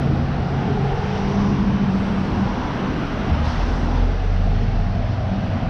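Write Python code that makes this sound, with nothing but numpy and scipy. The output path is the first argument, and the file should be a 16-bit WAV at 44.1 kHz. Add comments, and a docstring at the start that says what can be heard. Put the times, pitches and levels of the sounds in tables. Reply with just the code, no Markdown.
"""The pavement of a wide city street, with road traffic going by, heard through one microphone.
Engines hum as sines locked to their firing rates, and other vehicles add single wavering drones and whines.
Tyres roar and hiss as shaped noise that swells and fades; low noise rumbles and buffets.
Wheels thud over a road joint as two short low sines, then a gush of bright noise bursts out and dies away.
The sound is dull, with little above 6 kHz."""
import sys
import numpy as np
from scipy import signal
from scipy.fft import rfft, irfft, next_fast_len
from scipy.io import wavfile
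from scipy.ndimage import uniform_filter1d, minimum_filter1d, map_coordinates

SR = 44100
rng = np.random.default_rng(int(sys.argv[2]) if len(sys.argv) > 2 else 0)


def int16_out(signal):
    """Quantize to a 16-bit WAV file."""
    q = np.round(np.clip(np.atleast_2d(signal).T, -1, 1) * 32767)
    wavfile.write(sys.argv[1], SR, q.astype(np.int16))


def invert_db(x):
    """Field ratio 10**(x/20) for x, a level in decibels (scalar or array-like)."""
    u = np.asarray(x, float) / 20
    return 10 ** u


N = 250929  # length in samples, about 5.7 s

# Engines that pull away: time_s, firing_hz, firing_tone_db, second_order_db
FIRST_ENGINE = [(0, 77.96, -23.5, -31), (.35, 85.87, -30, -40), (.75, 92.14, -34.5, -28.5),
                (.97, 95.76, -31, -48), (1.06, 96.7, -33, -27.5), (1.24, 98.2, -34, -25),
                (1.31, 99, -35, -29), (1.36, 99.8, -29, -21.5), (1.45, 101.2, -26, -17.5),
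                (1.65, 102.4, -36.5, -25), (1.8, 103.7, -41, -23.5), (1.95, 103.6, -39, -29),
                (2.1, 105.6, -42, -29.5)]
SECOND_ENGINE = [(3.28, 68.34, -28, -30), (3.34, 71.8, -21.5, -33.5), (3.48, 77.4, -21.5, -39),
                 (3.56, 79.9, -32.5, -39), (3.7, 81.4, -28.5, -46), (3.85, 82.3, -27, -52),
                 (4.02, 85.44, -21.5, -40), (4.18, 87.8, -28, -44), (4.35, 88.87, -21.5, -34),
                 (4.55, 90.5, -22.5, -35.5), (4.75, 93.3, -25, -33.5), (4.95, 94.9, -23, -31.5),
                 (5.18, 95.47, -24, -45), (5.34, 95.85, -29.5, -24), (5.47, 98.2, -26, -33),
                 (5.69, 97.6, -28.5, -47)]
# Weaker tones of each engine: multiple of the firing rate, strongest_db, strongest_s
FIRST_WEAK_ORDERS = [(.5, -32, 1.7), (2.5, -37, .5), (3, -39, 1.7), (4, -36, 1.33), (5, -39, 0.99)]
SECOND_WEAK_ORDERS = [(1.5, -39.5, 6.5), (2.5, -41, 5.0), (3, -37, 3.94)]
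WEAK_SAG_DB_PER_S = 17.5  # how fast these tones weaken before and after strongest_s

# Exhaust drones of other vehicles, one list each: time_s, pitch_hz, level_db
EXHAUST_DRONES = [
    [(0, 141.2, -27), (.1, 133.4, -19), (.22, 137.2, -24.5), (.33, 136, -25.5), (.48, 136, -33),
     (.58, 138.2, -21), (.64, 137, -27), (.7, 137.1, -23), (.84, 137.5, -20.5), (.92, 137.7, -27.5),
     (1.05, 138, -34), (1.5, 139.5, -27), (2.0, 142, -34.5)],
    [(1.62, 191.9, -22.5), (1.72, 191.6, -24.5), (1.85, 192.3, -19.5), (2.03, 192, -23.5),
     (2.2, 192.5, -22), (2.28, 194.5, -29.5), (2.42, 195.4, -20.5), (2.56, 196, -35)],
    [(4.45, 115.7, -35), (4.72, 117.3, -25), (4.9, 114.4, -37), (5.1, 118, -27), (5.35, 116.7, -33)],
]
# Tread whines that climb as cars gather speed, one list each: time_s, pitch_hz, level_db
TREAD_WHINES = [
    [(.47, 379, -37.5), (.62, 379, -38), (.72, 386, -37), (.82, 395, -36), (.9, 392, -39)],
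    [(.72, 416, -34.5), (.8, 418, -33), (.95, 419, -41), (1.1, 425, -34.5), (1.25, 430, -40),
     (1.4, 438, -42)],
]
# A deep drone that sinks as its vehicle draws away: time_s, pitch_hz, level_db
SINKING_DRONE = [(3.6, 42.67, -23), (3.76, 42.3, -25.5), (3.89, 42, -25), (4.03, 41.22, -15.5),
                 (4.2, 39.53, -23.5), (4.34, 38.76, -19), (4.504, 38.6, -17.5), (4.69, 37.25, -21.5),
                 (4.8, 36.96, -20.5), (4.92, 34.8, -24), (5.05, 30.84, -34)]

# Low noise over time: time_s, body_drumming_db, deep_rumble_db
LOW_LEVELS = [(0, -29, -27.5), (.1, -26.5, -24), (.2, -29.5, -23.5), (.5, -31.5, -28), (.76, -27, -23.5),
              (.97, -41, -29.5), (1.2, -36, -29.5), (1.7, -27.5, -24), (2.09, -28, -29.5),
              (2.3, -26.5, -23.5), (2.66, -30, -29.5), (2.9, -24.5, -26.5), (3.12, -28.5, -30.5),
              (3.33, -26, -23), (3.5, -35, -26), (3.68, -28, -31), (3.99, -29.5, -25.5), (4.18, -40, -33),
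              (4.56, -32, -28), (4.85, -37, -29.5), (5.15, -36.5, -32.5), (5.35, -31, -29.5),
              (5.55, -31.5, -25)]
# Air buffeting the microphone over time: time_s, buffeting_db
GUST_LEVELS = [(0, -34), (.45, -25), (.65, -39), (.9, -28), (1.4, -32), (1.7, -26), (1.9, -33), (2.3, -28),
               (2.7, -30.5), (3.3, -28), (3.7, -28.5), (4.1, -35), (4.4, -39), (4.75, -35), (5.05, -26),
               (5.69, -29)]
# Colours of the low noises: frequency_hz, relative_db
BUFFET_COLOUR = [(15, -35), (25, -7), (45, -3.5), (60, -6.5), (90, -11), (150, -44)]
RUMBLE_COLOUR = [(40, -34), (65, -2), (110, 0.5), (160, 2.5), (200, -1), (300, -41)]
DRUMMING_COLOUR = [(110, -41), (170, -13.5), (235, 2), (300, -10.5), (380, -19), (600, -49)]

# Swells of tyre noise: peak_s, rise_s, fall_s, roar_db, hiss_db, swish_db
# rise_s and fall_s are the times over which the power halves away from the peak
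TYRE_SWELLS = [(-.05, .3, 0.3, -30.5, -43, -54.5), (.62, 0.11, 0.46, -30, -42.5, -55.5),
               (1.0, .15, 0.17, -37.5, -44, -59), (1.13, 0.056, 0.22, -36.5, -41.5, -49.5),
               (1.42, .18, 0.09, -36, -45.5, -49.5), (2.5, 0.49, 0.56, -31, -41.5, -51),
               (3.299, 0.28, 0.29, -33, -39, -56), (3.7, 0.17, 0.18, -34, -45.5, -49.5),
               (3.97, 0.27, 0.043, -36, -46.5, -54.5), (4.45, 0.27, .4, -39.5, -52, -57.5),
               (5.75, 0.46, .3, -34, -44, -62)]
# Traffic too distant to tell apart
FAR_ROAR_DB, FAR_HISS_DB, FAR_SWISH_DB = -35.5, -46.5, -53
# Colours of the tyre noises, from low to high: frequency_hz, relative_db
TYRE_HUM_COLOUR = [(230, -31.5), (280, 1.5), (320, -1), (370, -6.5), (440, -31.5)]
ROAR_COLOUR = [(200, -32.5), (300, -6), (420, 2), (550, -0.5), (800, -3.5), (1100, -5.5), (1500, -9),
               (2000, -19), (3000, -50)]
HISS_COLOUR = [(900, -32.5), (1500, -0.5), (2000, -1), (2400, -3.5), (2900, -3.5), (3500, -8),
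               (4100, -14.5), (5000, -50)]
SWISH_COLOUR = [(2800, -30), (3500, -4.5), (4200, 0), (5000, -1.5), (5800, -2.5), (6400, -13), (7000, -22),
                (8000, -35.5)]
SIZZLE_COLOUR = [(6000, -14.5), (7000, -3.5), (8400, -4.5), (8900, -9), (9600, -10), (10000, -35)]
AIR_COLOUR = [(9300, -23.5), (9700, -2.5), (11000, -1), (12300, 0), (13100, -5.5), (13500, -18.5),
              (14300, -29.5), (15500, -63)]
# Tread resonance of the loudest tyres: time_s, centre_hz, height_db, boom_height_db, width in log frequency
TREAD_RESONANCE = [(0, 700, 6.5, 6.5, 0.16), (.4, 766, 7, 1.5, .17), (.76, 773, 12.5, 9.5, 0.14),
                   (1.14, 780, 9.5, 5, 0.16), (1.3, 842, 8.5, 4.5, 0.32), (1.6, 908, 6, 6, 0.33),
                   (1.95, 800, 1.5, 1.5, 0.25), (2.3, 873, 5, 5, .22), (2.65, 870, 6, -1, 0.17),
                   (2.9, 852, 1, 2, 0.2), (3.25, 750, 3.5, 6, 0.3), (3.42, 810, 7, -9.5, 0.21),
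                   (3.58, 820, 7, -4.5, 0.18), (3.68, 830, 4, 4.5, 0.26), (3.95, 813, 7.5, 0.5, 0.3),
                   (4.1, 688, 4.5, 6, .2), (4.3, 688, 7.5, 2, 0.17), (4.55, 727, 10, 6.5, .17),
                   (4.85, 719, 10, 0, .19), (5.1, 694, 9.5, -1.5, 0.18), (5.3, 677, 9, -3, .22),
                   (5.69, 683, 8, 0, .2)]
# Carcass boom of the nearest tyres: time_s, centre_hz, width in log frequency
CARCASS_BOOM = [(0, 380, .2), (.6, 402, 0.12), (1.0, 414, 0.12), (1.4, 401, 0.14), (1.9, 339, 0.24),
                (2.6, 329, 0.18), (3.3, 352, .2), (3.7, 435, 0.18), (4.5, 433, 0.13), (5.69, 434, .2)]
# Two bands of tyre noise: time_s, hum_db near 320 Hz, hump_height_db near 1 kHz over the roar
TYRE_BANDS = [(0, -43, -0.5), (.12, -26.5, 0.5), (.3, -43.5, -0.5), (.7, -40, 0.5), (1.0, -44, 4.5),
              (1.25, -38.5, 0), (1.5, -32.5, 1), (1.9, -41, 0.5), (2.1, -46, 0), (2.35, -33, 1.5),
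              (2.6, -36.5, 2), (2.9, -31, 3), (3.1, -38.5, -1), (3.3, -34, -2), (3.45, -46, 2),
              (3.6, -42, 2), (3.75, -38, 0.5), (3.95, -35, 3), (4.15, -46, -1), (4.4, -57, -1),
              (5.0, -42.5, 2), (5.3, -45, 1.5), (5.69, -42, 0.5)]
# Highest treble over time: time_s, sizzle_db, air_db
TREBLE_LEVELS = [(0, -73, -77.5), (.4, -73, -84), (1.3, -70, -79), (1.75, -74.5, -81), (1.9, -72, -78),
                 (2.0, -68, -78.5), (2.3, -69.5, -78.5), (2.6, -73, -78), (3.0, -71.5, -75.5),
                 (3.3, -72, -77.5), (3.5, -71, -80), (3.8, -68, -77), (4.0, -72, -81), (4.25, -75, -82.5),
                 (5.1, -77, -86), (5.69, -74, -83)]
UPPER_DB, UPPER_GROWS = 2.5, 0.46  # hump near 1.3 kHz, and its dB for each dB of hiss
BRIGHT_HZ, BRIGHT_GROWS = 6000, .7  # top of the swish, and its dB for each dB of swish

# Wheels over a joint in the road: start_s, start_db, pitch_hz
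JOINT_THUDS = [(3.298, -13, 81), (3.319, -8, 84)]
# Gush of air from a passing vehicle: start_s, level_db, fall_60db_s
AIR_GUSH = (3.435, -38.5, 1)
# Colour of that gush: frequency_hz, relative_db
AIR_GUSH_COLOUR = [(2000, -30), (3500, 1), (5500, -3), (6300, -8), (7000, -25.5), (9000, -28.5),
                   (10000, -32), (12500, -34), (13500, -56)]

CEILING = .42  # limiter threshold, full scale 1


def unit(x):
    """Scale to rms 1."""
    return x / np.sqrt(np.mean(x ** 2) + 1e-20)


def curves(rows):
    """Join the table points by straight lines: one value per sample for each column after the time."""
    time_s, *columns = np.transpose(rows)
    t = np.arange(N) / SR
    return [np.interp(t, time_s, column) for column in columns]


def fade(rows, edge_s=0.1):
    """Gain that opens just before the first row and closes just after the last."""
    t = np.arange(N) / SR
    inside_s = np.minimum(t - rows[0][0], rows[-1][0] - t)  # negative outside the table
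    return np.clip(inside_s / edge_s + 1, 0, 1)


def wobble(rate):
    """A smooth random curve shaped by `rate` random points a second."""
    points = rng.standard_normal(int(N * rate / SR) + 4)
    return map_coordinates(points, [np.arange(N) * rate / SR])


def tone(turns, db, drift, flutter_db):
    """A sine of given rms level, slightly unsteady in phase and size."""
    phase = 2 * np.pi * turns + drift * wobble(8) + rng.uniform(0, 2 * np.pi)
    size = np.sqrt(2) * invert_db(db + flutter_db * wobble(12))
    return size * np.sin(phase)


def low_noise(colour):
    """Finely shaped low noise of rms 1: random noise weighted frequency by frequency."""
    colour_hz, colour_db = np.transpose(colour)
    size = next_fast_len(N)
    hz = np.fft.rfftfreq(size, 1 / SR)
    gain = invert_db(np.interp(np.log(hz + 1), np.log(colour_hz), colour_db, -120, -120))
    return unit(irfft(rfft(rng.standard_normal(size)) * gain, size)[:N])


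def rush(colour, patchy_db, humps=()):
    """Coloured noise of rms 1 with patches of random gain and moving humps (Hz, dB, log width)."""
    hz, t, z = signal.stft(rng.standard_normal(N), SR, nperseg=1024)
    patches = uniform_filter1d(rng.standard_normal(z.shape), size=6, axis=0)
    patches = uniform_filter1d(patches, size=9, axis=1)
    colour_hz, colour_db = np.transpose(colour)
    db = np.interp(np.log(hz + 1), np.log(colour_hz), colour_db, -120, -120)
    db = db[:, None] + 0 * t  # the same colour in every frame
    at = np.minimum((t * SR).astype(int), N - 1)  # sample at each frame
    for peak_hz, peak_db, width in humps:
        frame_width = (width + np.zeros(N))[at]
        distance = np.log((hz[:, None] + 1) / peak_hz[at]) / frame_width
        db = db + peak_db[at] * np.exp(-distance ** 4)
    db = db - 10 * np.log10(np.mean(invert_db(2 * db), axis=0))  # the humps colour, the level stays
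    shaped = z * invert_db(db + patchy_db * unit(patches))
    return unit(signal.istft(shaped, SR, nperseg=1024)[1][:N])


def engine(rows, weak_orders, rough):
    """Tones locked to the firing rate; the second order wavers more than the firing tone."""
    firing_hz, first_db, second_db = curves(rows)
    turns, t = np.cumsum(firing_hz) / SR, np.arange(N) / SR
    sound = tone(turns, first_db, drift=.2 * rough, flutter_db=rough)
    sound += tone(2 * turns, second_db, drift=.4 * rough, flutter_db=1.5 * rough)
    for multiple, strongest_db, strongest_s in weak_orders:
        db = strongest_db - WEAK_SAG_DB_PER_S * np.abs(t - strongest_s)
        sound += tone(multiple * turns, db, drift=.7, flutter_db=2)  # their own fixed waver
    return fade(rows) * sound


def drones():
    """Exhaust tones and tread whines that come and go; the higher, the more they waver."""
    sound = np.zeros(N)
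    for rows in EXHAUST_DRONES + TREAD_WHINES + [SINKING_DRONE]:
        hz, db = curves(rows)
        turns = np.cumsum(hz) / SR
        sound += fade(rows) * tone(turns, db, drift=hz / 500, flutter_db=.2 + hz / 240)
    return sound


def lows():
    """Lumpy air on the microphone, the rumble of far engines and the drumming of car bodies."""
    drumming_db, rumble_db = curves(LOW_LEVELS)
    buffet_db = curves(GUST_LEVELS)[0] + wobble(3)
    buffet = invert_db(buffet_db) * low_noise(BUFFET_COLOUR)
    rumble = invert_db(rumble_db) * low_noise(RUMBLE_COLOUR)
    drumming = invert_db(drumming_db) * low_noise(DRUMMING_COLOUR)
    return buffet + rumble + drumming


def swelling(column, far_db):
    """Level in dB: each swell weakens away from its peak; all add to the far traffic."""
    t, power = np.arange(N) / SR, invert_db(2 * far_db)  # amp of twice the dB gives power
    for row in TYRE_SWELLS:
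        peak_s, rise_s, fall_s = row[:3]
        away = np.where(t < peak_s, (peak_s - t) / rise_s, (t - peak_s) / fall_s)
        power = power + invert_db(2 * row[column]) / (1 + away ** 2)
    return 10 * np.log10(power)


def tyres():
    """Tread air pumping roars in humps over a carcass boom; road texture hisses above."""
    roar_db = swelling(3, FAR_ROAR_DB)
    hiss_db = swelling(4, FAR_HISS_DB)
    swish_db = swelling(5, FAR_SWISH_DB)

    tread_hz, tread_db, boom_db, tread_width = curves(TREAD_RESONANCE)
    boom_hz, boom_width = curves(CARCASS_BOOM)
    hum_db, kilo_db = curves(TYRE_BANDS)
    upper_db = UPPER_DB + UPPER_GROWS * (hiss_db - hiss_db.mean())
    humps = [(tread_hz, tread_db, tread_width),
             (boom_hz, boom_db, boom_width),
             (np.full(N, 1340.), upper_db, .2),
             (np.full(N, 1010.), kilo_db, .11)]
    roar = invert_db(roar_db) * rush(ROAR_COLOUR, patchy_db=0.64, humps=humps)
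    hum = invert_db(hum_db) * low_noise(TYRE_HUM_COLOUR)

    hiss = invert_db(hiss_db + 0.53 * wobble(8.3)) * rush(HISS_COLOUR, patchy_db=0.96)
    bright_db = BRIGHT_GROWS * (swish_db - swish_db.mean())  # a louder swish is brighter
    bright = (np.full(N, BRIGHT_HZ), bright_db, .17)
    swish = invert_db(swish_db + 0.27 * wobble(12)) * rush(SWISH_COLOUR, patchy_db=1.06, humps=[bright])

    sizzle_db, air_db = curves(TREBLE_LEVELS)
    sizzle = invert_db(sizzle_db) * rush(SIZZLE_COLOUR, patchy_db=1.5)
    air = invert_db(air_db) * rush(AIR_COLOUR, patchy_db=3.5)
    return roar + hum + hiss + swish + sizzle + air


def thuds():
    """Wheels push softly on a road joint: low sines that start fast and lose 60 dB in 0.12 s."""
    sound, t = np.zeros(N + SR), np.arange(SR // 5) / SR
    for start_s, start_db, hz in JOINT_THUDS:
        envelope = invert_db(start_db - 60 * t / 0.12) * (1 - np.exp(-t / 0.0019))
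        sound[round(start_s * SR):][:len(t)] += envelope * np.sin(2 * np.pi * hz * t)
    return sound[:N]


def gush():
    """Bright hiss of rushing air that opens quickly and dies away."""
    start_s, level_db, fall_60db_s = AIR_GUSH
    t = np.maximum(np.arange(N) / SR - start_s, 0)
    envelope = invert_db(level_db - 60 * t / fall_60db_s) * (1 - np.exp(-t / .016))
    return envelope * rush(AIR_GUSH_COLOUR, patchy_db=1)


def scene():
    """Everything adds up at one microphone."""
    engines = engine(FIRST_ENGINE, FIRST_WEAK_ORDERS, rough=.85)
    engines += engine(SECOND_ENGINE, SECOND_WEAK_ORDERS, rough=.6)
    return (engines + drones() + lows() + tyres() + thuds() + gush())[None]


def top_cut(x):
    """Nothing passes above the cut-off."""
    return signal.sosfilt(signal.butter(12, 14250, fs=SR, output="sos"), x)


def record(dry):
    """A limiter turns the sound down smoothly around its highest peaks."""
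    need = CEILING / np.maximum(np.abs(dry), CEILING)
    held = minimum_filter1d(need, size=441, axis=1)  # 441 samples are 10 ms
    gain = uniform_filter1d(held, size=441, axis=1)
    return top_cut(dry * gain)


dry = scene()
out = record(dry)
int16_out(out)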